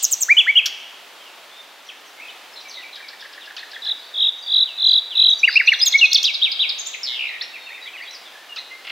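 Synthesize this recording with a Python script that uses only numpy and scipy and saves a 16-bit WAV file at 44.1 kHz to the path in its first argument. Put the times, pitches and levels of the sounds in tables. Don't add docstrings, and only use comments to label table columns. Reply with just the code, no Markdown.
import sys
import numpy as np
from scipy import signal
from scipy.fft import rfft, irfft, next_fast_len
from scipy.io import wavfile
from scipy.ndimage import map_coordinates

SR = 44100
rng = np.random.default_rng(int(sys.argv[2]) if len(sys.argv) > 2 else 0)


def wav_out(sig):
    wavfile.write(sys.argv[1], SR, np.round(np.clip(np.atleast_2d(sig).T, -1, 1) * 32767).astype(np.int16))


N = 392921

# freq_hz, side_minus_middle_db
RUSH = [(30, -38), (70, -49), (130, -27.5), (300, -11), (700, -3.5), (1500, -5), (3500, -5.5), (5500, -14),
        (9000, -22), (15700, -23.5)]
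RUSH_SIDE = [(130, -23), (250, -14), (500, -14), (3000, -11), (12000, -4)]
RUSH_DB = -44.5
# freq_hz, level_db
EARLIER = [(1800, -54), (2700, -4), (4200, -4), (5000, -6), (6500, -7), (8200, -7), (9500, -36.5)]
EARLIER_DB, EARLIER_T60_S = -32.5, 1.32
# freq_hz, t60_s
TREES = [(1500, 1), (4000, 1), (9000, 0.59)]
TOP_HZ = 15800
OVERTONES = [1, -38, -45, -56, -50]

# length_s, pitch_ratios, beat_hz, levels_db (early, middle, late)
BUZZ = (.036, [1.29, 1.022, 0.81], 134, [-16.5, -4, -3])
# start_s, middle_hz, swing_share, lead_turns, level_db
BUZZES = [(.023, 6520, 0.087, 0.58, -6.5), (.109, 6790, 0.058, 0.23, -7.5), (.203, 6800, 0.04, .91, -8.5)]
# length_s, pitch_ratios at even steps, levels_db (early, middle, late)
SCOOP = (.053, [.5, .84, 1.0, 1.077, 1.09], [-17, 0, -2.5])
CREST = (.054, [.83, .865, .925, 1, .89, .77, 0.52], [-5.5, 0, -10.5])
LIFT = (0.0281, [.855, 0.929, 1, 1.05, 1.075], [-3, 0, -0.8])
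DROP = (.027, [1.24, 1.147, 0.987, 0.827, 0.65], [0, -4, -17.5])
ZIP = (0.011, [.464, .755, 1.0, 1.31, 1.48], [-2, 0, -6])
# start_s, middle_hz, level_db
SCOOPS = [(0.282, 2218, -5), (.461, 2115, -9)]
CRESTS = [(.366, 3416, -5), (.553, 3297, -5.5)]
LIFTS = [(5.43, 2670, -5.5), (5.555, 2620, -5.5), (5.672, 2698, -5)]
DROPS = [(5.474, 1838, -8.5), (5.596, 1935, -9), (5.716, 1930, -9.5)]
ZIPS = [(6.127, 5140, -7), (6.226, 5490, -14.5)]
SCOOP_PARTIALS = [0, -33, -54]
# start_s, length_s, five pitches_hz at even steps, early_db, middle_db, late_db
WHISTLES = [(2.176, 0.097, 2355, 2213, 2597, 2564, 2660, -44, -39.5, -42),
            (5.812, 0.03, 4640, 4975, 4990, 5086, 4730, -15, -9, -11.5),
            (5.853, 0.037, 7460, 7280, 6660, 6470, 5070, -25, -14, -12),
            (5.936, 0.042, 2120, 2166, 2225, 2237, 2090, -15.5, -5.5, -15.5),
            (6.01, 0.053, 2785, 2808, 2633, 2512, 2560, -8, -5.5, -8),
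            (6.164, 0.01, 3550, 3160, 2800, 2370, 1990, -9, -27, -29),
            (6.238, 0.023, 7250, 5940, 5200, 4730, 3840, -25.5, -14.5, -11)]
# start_s, level_db
TACK = (.658, -13.5)
# freq_hz, level_db
TACK_COLOUR = [(470, -68), (800, -49), (3250, -8.5), (5750, -3), (9090, -33), (14000, -18.5),
               (15500, -49.5)]
TACK_TONE = (0.018, 1750, 1450, 950)
TACK_PARTIALS = [-17.5, -1, -5, -11]
# start_s, length_s, start_hz, end_hz, swing_share, beat_hz, lead_turns, first_db, full_db
ROLLS = [(3.818, .11, 3714, 3660, 0.098, 40.1, .31, -32, -15.5),
         (4.138, 0.16, 3527, 3594, 0.095, 44.1, 0.2, -28, -9.5),
         (4.46, .18, 3595, 3754, .09, 44.25, 0.049, -28, -7.5),
         (4.774, .224, 3757, 3680, .105, 42.9, 0.37, -25, -5.5),
         (5.151, .19, 3723, 3631, .11, 43.04, 0.11, -17.5, -5.5)]
ROLL_SWING = [.56, 1.02, 0.67]
ROLL_PARTIALS = [-1, -45.5, -42.5, -52.5]
ROLL_SWELL_DB_PER_S, ROLL_TIRE_DB_PER_S = 210.5, 15
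ROLL_HURRY = .14
ROLL_SHARP = 0.41
ROLL_DIP_DB, ROLL_LAG_RAD = 13.21, 0.71
ROLL_LEAN_RAD = .7
# length_s, pitch_ratios, swing_shares, beat_hz, levels_db (early, middle, late)
TUMBLE = (0.025, [1.36, 0.97, 0.75], [0.051, 0.085, .04], 117.5, [-0.5, -0.8, 0])
# start_s, middle_hz, lead_turns, level_db
TUMBLES = [(6.143, 4200, .33, -6.5)]

# start_s, length_s, start_hz, end_hz, level_db
RIVAL_SLIDES = [(.62, 0.061, 2324, 3337, -33.5), (5.287, 0.021, 7140, 5680, -50),
                (5.38, 0.025, 6900, 5280, -49), (5.478, 0.027, 4670, 4750, -33.5),
                (6.78, 0.031, 6650, 6300, -40.5), (6.865, 0.0059, 3610, 3500, -32.5),
                (6.929, 0.021, 4430, 1890, -30), (7.268, 0.023, 3590, 4140, -41),
                (7.29, .018, 4140, 3500, -51), (7.412, 0.0062, 2230, 1700, -34),
                (7.43, 0.01, 3030, 2240, -39.5)]
# start_s, length_s, start_hz, middle_hz, end_hz, swing_share, beat_hz, lead_turns,
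# early_db, late_db
RIVAL_WARBLES = [(5.5, 0.079, 4300, 4490, 4670, 0.19, 73.9, 0.86, -28.5, -26.5),
                 (7.029, 0.051, 5330, 4830, 3740, 0.089, 123.2, 0.32, -27, -28),
                 (7.069, 0.12, 3640, 3450, 2843, 0.15, 122.3, 0.13, -26.5, -28),
                 (7.186, 0.097, 2802, 2616, 2440, 0.14, 65, 0.29, -25.5, -26.5),
                 (7.284, 0.092, 2373, 2200, 2200, 0.16, 56.1, 0.25, -30.5, -37.5)]
# start_s, level_db; then pitch_hz through one syllable
TRILL = [(5.669, -17.5), (5.732, -16.5), (5.797, -17.5), (5.858, -14), (5.92, -15), (5.985, -17),
         (6.05, -15.5), (6.114, -14), (6.176, -14.5)]
ARCH = [3720, 4380, 3660, 3297, 3940]
# length_s, pitch_ratios, levels_db; then start_s, middle_hz, level_db
BOW = (.077, [1.02, 1.15, 1.215, 1.02, .83, 0.725, 0.72], [0, -2.5, -12])
BOWS = [(6.237, 3228, -15.5), (6.415, 3160, -15), (6.59, 3183, -16)]
# length_s, start_hz, middle_hz, end_hz;
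# then start_s, level_db
FLICK = (0.017, 5400, 4150, 3550)
FLICKS = [(6.339, -21), (6.515, -20.5), (6.69, -20)]
HOOP = (.032, 4300, 7300, 4700)
HOOPS = [(6.778, -41), (6.855, -39)]
WIGGLE = (0.0376, 1440, 2200, 1830)
WIGGLES = [(7.047, -55), (7.078, -51), (7.112, -53)]

# start_s, length_s, start_hz, end_hz, level_db
SLIDES = [(1.49, 0.056, 3190, 3690, -53), (1.55, 0.073, 3660, 3580, -51.5), (1.845, .03, 5000, 3940, -64),
          (1.85, 0.041, 6300, 5200, -59), (1.888, 0.0187, 3550, 2430, -34), (1.906, 0.029, 2500, 1500, -51),
          (2.06, 0.027, 6600, 5400, -52), (2.282, 0.0194, 3310, 2880, -37), (2.298, .014, 3300, 4180, -40),
          (2.52, 0.031, 5240, 5170, -54), (2.6, 0.019, 6200, 4100, -42), (2.683, .018, 6000, 6320, -41),
          (2.693, 0.03, 6100, 4080, -40), (2.772, 0.031, 2120, 1916, -37), (2.819, 0.027, 2990, 2230, -39),
          (3.197, 0.0067, 3600, 3710, -42), (3.209, 0.041, 3500, 2870, -56), (3.402, 0.05, 4200, 2620, -43),
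          (3.735, 0.022, 4010, 3180, -39), (4.0, 0.064, 4060, 4650, -51), (7.49, 0.26, 3815, 3605, -52.5),
          (7.41, .011, 3280, 4610, -22), (7.419, 0.0088, 4700, 5650, -35.5),
          (7.436, 0.012, 4270, 3200, -29.5), (7.61, 0.077, 4300, 4236, -54),
          (7.665, 0.037, 2800, 2420, -37.5), (7.805, 0.05, 3900, 3870, -43.5),
          (7.97, 0.0314, 3040, 2595, -42), (8.07, 0.046, 3725, 4060, -38), (8.109, 0.0048, 5000, 6000, -35),
          (8.128, 0.04, 6170, 4260, -39.5), (8.245, .05, 3850, 3130, -46.5),
          (8.02, 0.0092, 4850, 4350, -44), (8.33, .03, 1800, 1650, -47), (8.375, 0.037, 1750, 1820, -55),
          (8.49, 0.056, 2900, 2780, -37), (8.704, 0.062, 2050, 2117, -39), (1.19, .14, 3300, 2535, -53),
          (3.975, 0.029, 5000, 4750, -53), (7.82, 0.0174, 5010, 4400, -49), (7.85, 0.042, 4000, 2910, -40),
          (8.05, 0.027, 3640, 3200, -42)]
HALFWAY = .58
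# length_s, start_hz, middle_hz, end_hz; then start_s, level_db
RUNG_UP = (.048, 1700, 2180, 2560)
RUNGS_UP = [(7.698, -38), (7.845, -38), (7.998, -36)]
RUNG_DOWN = (.048, 2720, 2450, 1790)
RUNGS_DOWN = [(7.535, -37.5), (7.74, -41), (7.929, -37.5)]
HUMP = (0.031, 2300, 2330, 2100)
HUMPS = [(2.651, -41.5), (2.842, -41.5), (3.024, -38.5)]
THREAD = (0.089, 5000, 6650, 3900)
THREADS = [(4.365, -74), (4.834, -56), (5.3, -62)]
# length_s, pitch_ratios, swing_shares, beat_hz, levels_db
PURR = (.066, [1.04, 0.93, 0.95], [.11, 0.094, 0.13], 72, [-1.7, 0, -9])
# start_s, middle_hz, lead_turns, level_db
PURRS = [(2.553, 3970, 0.6, -35.5), (2.738, 3790, .3, -36), (2.92, 3810, .81, -36.5)]
# start_s, chirp_db, first_db, second_db
CHUCKS = [(2.97, -38, -39, -36.5), (3.1, -37.5, -40, -36.5), (3.222, -40.5, -41, -33),
          (3.345, -40.5, -41, -34.5), (3.472, -37.5, -35.5, -32), (3.598, -44.5, -43, -31.5),
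          (3.73, -37.5, -37, -31), (3.863, -36.5, -37, -36.5)]
# length_s, start_hz, middle_hz, end_hz
CHIRP = (.012, 5700, 4200, 2600)
CHIRP_LEAD_S = 0.016
HARSH = [(3.565, -38.5), (8.56, -34.5)]
NASAL = [-4.5, 19.5, 20.5, 10, -16]
# glide_s, start_ratio, hold_loss_db;
# then start_s, length_s, held_hz, level_db
HOOK = (0.034, 1.53, 15.3)
HOOKS = [(4.191, 0.086, 2616, -31), (4.645, 0.15, 2605, -27.5), (5.094, 0.16, 2570, -28)]
PIPE = (0.015, 1.06, 4.1)
PIPES = [(4.415, 0.13, 4632, -36.5), (4.876, 0.092, 4620, -32), (5.33, 0.099, 4630, -37)]
CROAK = (0.013, 950, 593)
CROAKS = [(8.843, -37.5), (8.868, -32), (8.895, -30)]
CROAK_PARTIALS = [-18, 3, 12.5, 14.5, -1, 5.5]


def amp(db):
    return 10 ** (np.asarray(db) / 20)


def along(points, hz):
    f, v = np.transpose(points)
    return np.interp(np.log(hz + 1), np.log(f + 1), v)


def filtered(x, response):
    m = next_fast_len(x.shape[-1] + 8192)
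    spectrum = rfft(x, m) * response(np.fft.rfftfreq(m, 1 / SR))
    return irfft(spectrum, m)[..., :x.shape[-1]]


def spread(pair, side_db):
    middle, side = pair[0], amp(side_db) * pair[1]
    return np.array([middle + side, middle - side])


def through(values, u):
    knots = np.linspace(0, 1, len(values))
    return np.polyval(np.polyfit(knots, values, len(values) - 1), u)


def span(length):
    return np.linspace(0, 1, max(round(length * SR), 20))


def thirds(levels_db, u):
    return amp(np.interp(u, [.1, .5, .9], levels_db))


def blank():
    return np.zeros((2, N + SR))


def add(track, s, hz, gain, partials_db=OVERTONES, edge=0.0046, hiss_db=-138):
    t = np.arange(len(hz)) / SR
    phase = 2 * np.pi * (np.cumsum(hz) / SR + rng.random())
    far = 1 / np.max(gain)
    beak = amp(41.3 * np.maximum(np.log2(hz / 4200), 0)) * far ** -.4
    tone = 0
    for k, db in enumerate(partials_db, start=1):
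        partial = amp(db) * np.sin(k * phase) * (k * hz < SR / 2)
        tone = tone + partial * beak ** (k > 1)
    slope = np.abs(np.gradient(hz) * SR)
    hiss = amp(hiss_db) * slope * np.diff(rng.standard_normal(len(t) + 1)) * far ** -.3
    flutter = map_coordinates(rng.standard_normal(len(t) // 100 + 4), [t * 200])
    ends = np.sin(np.pi / 2 * np.clip(np.minimum(t, t[-1] - t) / edge, 0, 1)) ** 2
    heard = gain * ends * (tone + hiss) * far ** (0.084 * flutter)
    track[:, round(s * SR):][:, :len(t)] += heard * [[1], [far ** 0.38]]


def sung(shape, events):
    length, pitch, levels_db = shape
    return [(s, length, *hz * np.array(pitch), *db + np.array(levels_db)) for s, hz, db in events]


def beaten(shape, events):
    length, pitch, swing, beat, levels_db = shape
    return [(s, length, *hz * np.array(pitch), *swing, beat, lead, *db + np.array(levels_db))
            for s, hz, lead, db in events]


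def slid(table):
    return [(s, length, a, a + HALFWAY * (b - a), b, db) for s, length, a, b, db in table]


def repeated(shape, events):
    return [(s, *shape, db) for s, db in events]


def rush():
    def colour(hz):
        return amp(along(RUSH, hz) + [0 * hz, along(RUSH_SIDE, hz)])

    slow = map_coordinates(rng.standard_normal(40), [np.arange(N) * 3 / SR])
    pair = filtered(rng.standard_normal((2, N)), colour)
    return amp(RUSH_DB + 0.68 * slow) * spread(pair / pair[0].std(), side_db=0)


def earlier():
    pair = filtered(rng.standard_normal((2, N)), lambda hz: amp(along(EARLIER, hz)))
    decay_db = EARLIER_DB - 60 * np.arange(N) / SR / EARLIER_T60_S
    return amp(decay_db) * spread(pair / pair.std(), side_db=-9)


def trees(x, side_db, swell, swell_t60):
    out, step = np.zeros((2, N + 2 * SR)), SR // 5
    fade = np.hanning(2 * step + 1)[:-1]
    x = np.pad(x, (step, 2 * step))
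    for start in range(0, N + step, step):
        hz, t, z = signal.stft(rng.standard_normal((2, SR)), SR, nperseg=256)
        decay = amp(-60 * t / along(TREES, hz)[:, None])
        near_branches = 1 + swell * amp(-60 * t / swell_t60)
        tail = signal.istft(z * decay * near_branches, SR, nperseg=256)[1]
        stretch = x[None, start:start + 2 * step] * fade
        wet = signal.fftconvolve(stretch, tail / np.linalg.norm(tail[0]), axes=1)
        out[:, start + 150:][:, :wet.shape[1]] += wet
    return spread(out[:, step:step + N], side_db)


def warbles(table, sharp, pulse_db, lag):
    track = blank()
    loudest = amp(np.max([row[-3:] for row in table]))
    for s, length, a, b, c, d, e, f, rate, lead, *levels in table:
        u = span(length)
        turn = 2 * np.pi * (rate * length * u - lead)
        effort = thirds(levels, u) / loudest
        swing = np.cos(turn) - effort * sharp * np.cos(2 * turn)
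        hz = through([a, b, c], u) * (1 + np.interp(u, [0, .5, 1], [d, e, f]) * swing)
        level_swing_db = effort * pulse_db * (np.cos(turn - lag) - .6 - sharp * np.cos(2 * turn))
        add(track, s, hz, thirds(levels, u) * amp(level_swing_db), hiss_db=-143)
    return track[:, :N]


def buzzes():
    length, pitch, beat, levels_db = BUZZ
    rows = []
    for s, hz, swing, lead, db in BUZZES:
        rows += beaten((length, pitch, [swing] * 3, beat, levels_db), [(s, hz, lead, db)])
    return warbles(rows, sharp=0.5, pulse_db=6, lag=1.1)


def whistles(table, partials_db=OVERTONES):
    track = blank()
    for s, length, *rest in table:
        u = span(length)
        level_db = np.polyval(np.polyfit([.1, .5, .9], rest[-3:], deg=2), u)
        add(track, s, through(rest[:-3], u), amp(level_db), partials_db, edge=.005)
    return track[:, :N]


def notes(table):
    track = blank()
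    for s, length, *pitch, db in table:
        add(track, s, through(pitch, span(length)), amp(db), edge=min(0.15 * length, .012))
    return track[:, :N]


def tack():
    track, t = np.zeros((2, N)), np.arange(SR // 10) / SR
    start, level_db = TACK
    burst = filtered(rng.standard_normal(len(t)), lambda hz: amp(along(TACK_COLOUR, hz)))
    envelope = amp(level_db - 1.0 - 60 * t / 0.065) * np.minimum(t / 0.00063, 1)
    track[:, round(start * SR):][:, :len(t)] = envelope * burst / burst.std()
    length, *pitch = TACK_TONE
    u = span(length)
    add(track, start, through(pitch, u), amp(level_db) * thirds([0, -4, -14], u), TACK_PARTIALS, edge=.001)
    return track * amp([[0], [5]])


def others():
    track = blank()
    for s, db in HARSH:
        add(track, s, through([1750, 1320, 1290], span(0.0166)), amp(db - 0.5), NASAL, edge=0.0012)
        add(track, s + .014, through([1550, 1950, 2150], span(.021)), amp(db - 3), [0, 26, 6])
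    for s, _, first_db, second_db in CHUCKS:
        add(track, s, through([1750, 1620], span(0.012)), amp(first_db))
        add(track, s + .029, through([2200, 1480], span(0.013)), amp(second_db - 1.5))
    track[1] *= .7
    return track[:, :N]


def rolls():
    track = blank()
    loudest_db = max(row[-1] for row in ROLLS)
    for s, length, a, b, swing, beat, lead, first_db, full_db in ROLLS:
        u = span(length)
        swell_db = first_db + ROLL_SWELL_DB_PER_S * length * u
        tire_db = full_db - ROLL_TIRE_DB_PER_S * length * u
        level_db = np.minimum(swell_db, tire_db)
        effort = amp(level_db - loudest_db)
        beat_now = beat * (1 + ROLL_HURRY * (1 - effort))
        turn = 2 * np.pi * (np.cumsum(beat_now) / SR - lead)
        leaning = turn + ROLL_LEAN_RAD * effort * np.sin(turn / 2) ** 2
        wave = np.cos(leaning) - ROLL_SHARP * (effort - .3) * np.cos(2 * leaning)
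        width = swing * np.interp(u, [0, .5, 1], ROLL_SWING)
        hz = (a + (b - a) * u) * (1 + width * wave)
        depth_db = ROLL_DIP_DB * (0.27 + effort) / 1.27
        dip_db = depth_db * np.abs(np.sin((leaning - ROLL_LAG_RAD) / 2)) ** 3.6
        add(track, s, hz, amp(level_db + 2.0 - dip_db), ROLL_PARTIALS, hiss_db=-150)
    return track[:, :N]


def settling(shape, events):
    track = blank()
    glide, start, loss_db = shape
    for s, length, hz, db in events:
        left = np.exp(-(span(length) * length / glide) ** 1.7)
        add(track, s, hz * (1 + (start - 1) * left), amp(db - loss_db * (1 - left) ** 4), edge=0.024)
    return track[:, :N]


def rattles():
    rows = [(*head, swing, swing, swing, beat, lead, a, (a + b) / 2, b)
            for *head, swing, beat, lead, a, b in RIVAL_WARBLES]
    rattling = warbles(rows, sharp=.1, pulse_db=14, lag=np.pi / 2)
    return rattling * amp([[1.5], [-1.5]])


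def trill():
    track = blank()
    for s, db in TRILL:
        u = span(0.023)
        add(track, s, np.interp(u, [0, .18, .35, .5, 1], ARCH), amp(db) * thirds([0, -4, -8], u))
        add(track, s - .011, through([6800, 5800, 5600], span(0.011)), amp(db - 20.0))
    return track[:, :N]


def croaks():
    track = blank()
    length, *pitch = CROAK
    for s, db in CROAKS:
        add(track, s, through(pitch, span(length)), amp(db), CROAK_PARTIALS, edge=0.0029)
    return track[:, :N]


def singer():
    slides = sung(CREST, CRESTS) + sung(LIFT, LIFTS) + sung(DROP, DROPS) + sung(ZIP, ZIPS)
    scooping = whistles(sung(SCOOP, SCOOPS), SCOOP_PARTIALS)
    tumbling = warbles(beaten(TUMBLE, TUMBLES), sharp=0.32, pulse_db=0.5, lag=0.33)
    return buzzes() + scooping + whistles(slides + WHISTLES) + tack() + rolls() + tumbling


def rival():
    rows = slid(RIVAL_SLIDES) + repeated(FLICK, FLICKS)
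    rows += repeated(HOOP, HOOPS) + repeated(WIGGLE, WIGGLES)
    return notes(rows) + rattles() + trill() + whistles(sung(BOW, BOWS))


def far_birds():
    rows = slid(SLIDES) + repeated(RUNG_UP, RUNGS_UP) + repeated(RUNG_DOWN, RUNGS_DOWN)
    rows += repeated(HUMP, HUMPS) + repeated(THREAD, THREADS)
    rows += repeated(CHIRP, [(s - CHIRP_LEAD_S, db) for s, db, *_ in CHUCKS])
    purrs = warbles(beaten(PURR, PURRS), sharp=0.18, pulse_db=7.0, lag=0.5)
    return notes(rows) + purrs + others() + settling(HOOK, HOOKS) + settling(PIPE, PIPES) + croaks()


def scene():
    middle_birds, wide_bird = singer() + far_birds(), rival()
    echo = trees(amp(-13) * middle_birds[1], side_db=-29.5, swell=2.26, swell_t60=0.12)
    wide_echo = trees(amp(-6.5) * wide_bird[1], side_db=-3.0, swell=5.3, swell_t60=0.029)
    return rush() + earlier() + middle_birds[0] + wide_bird[0] + echo + wide_echo


def record(dry):
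    return filtered(dry, lambda hz: hz < TOP_HZ)


dry = scene()
out = record(dry)
wav_out(out)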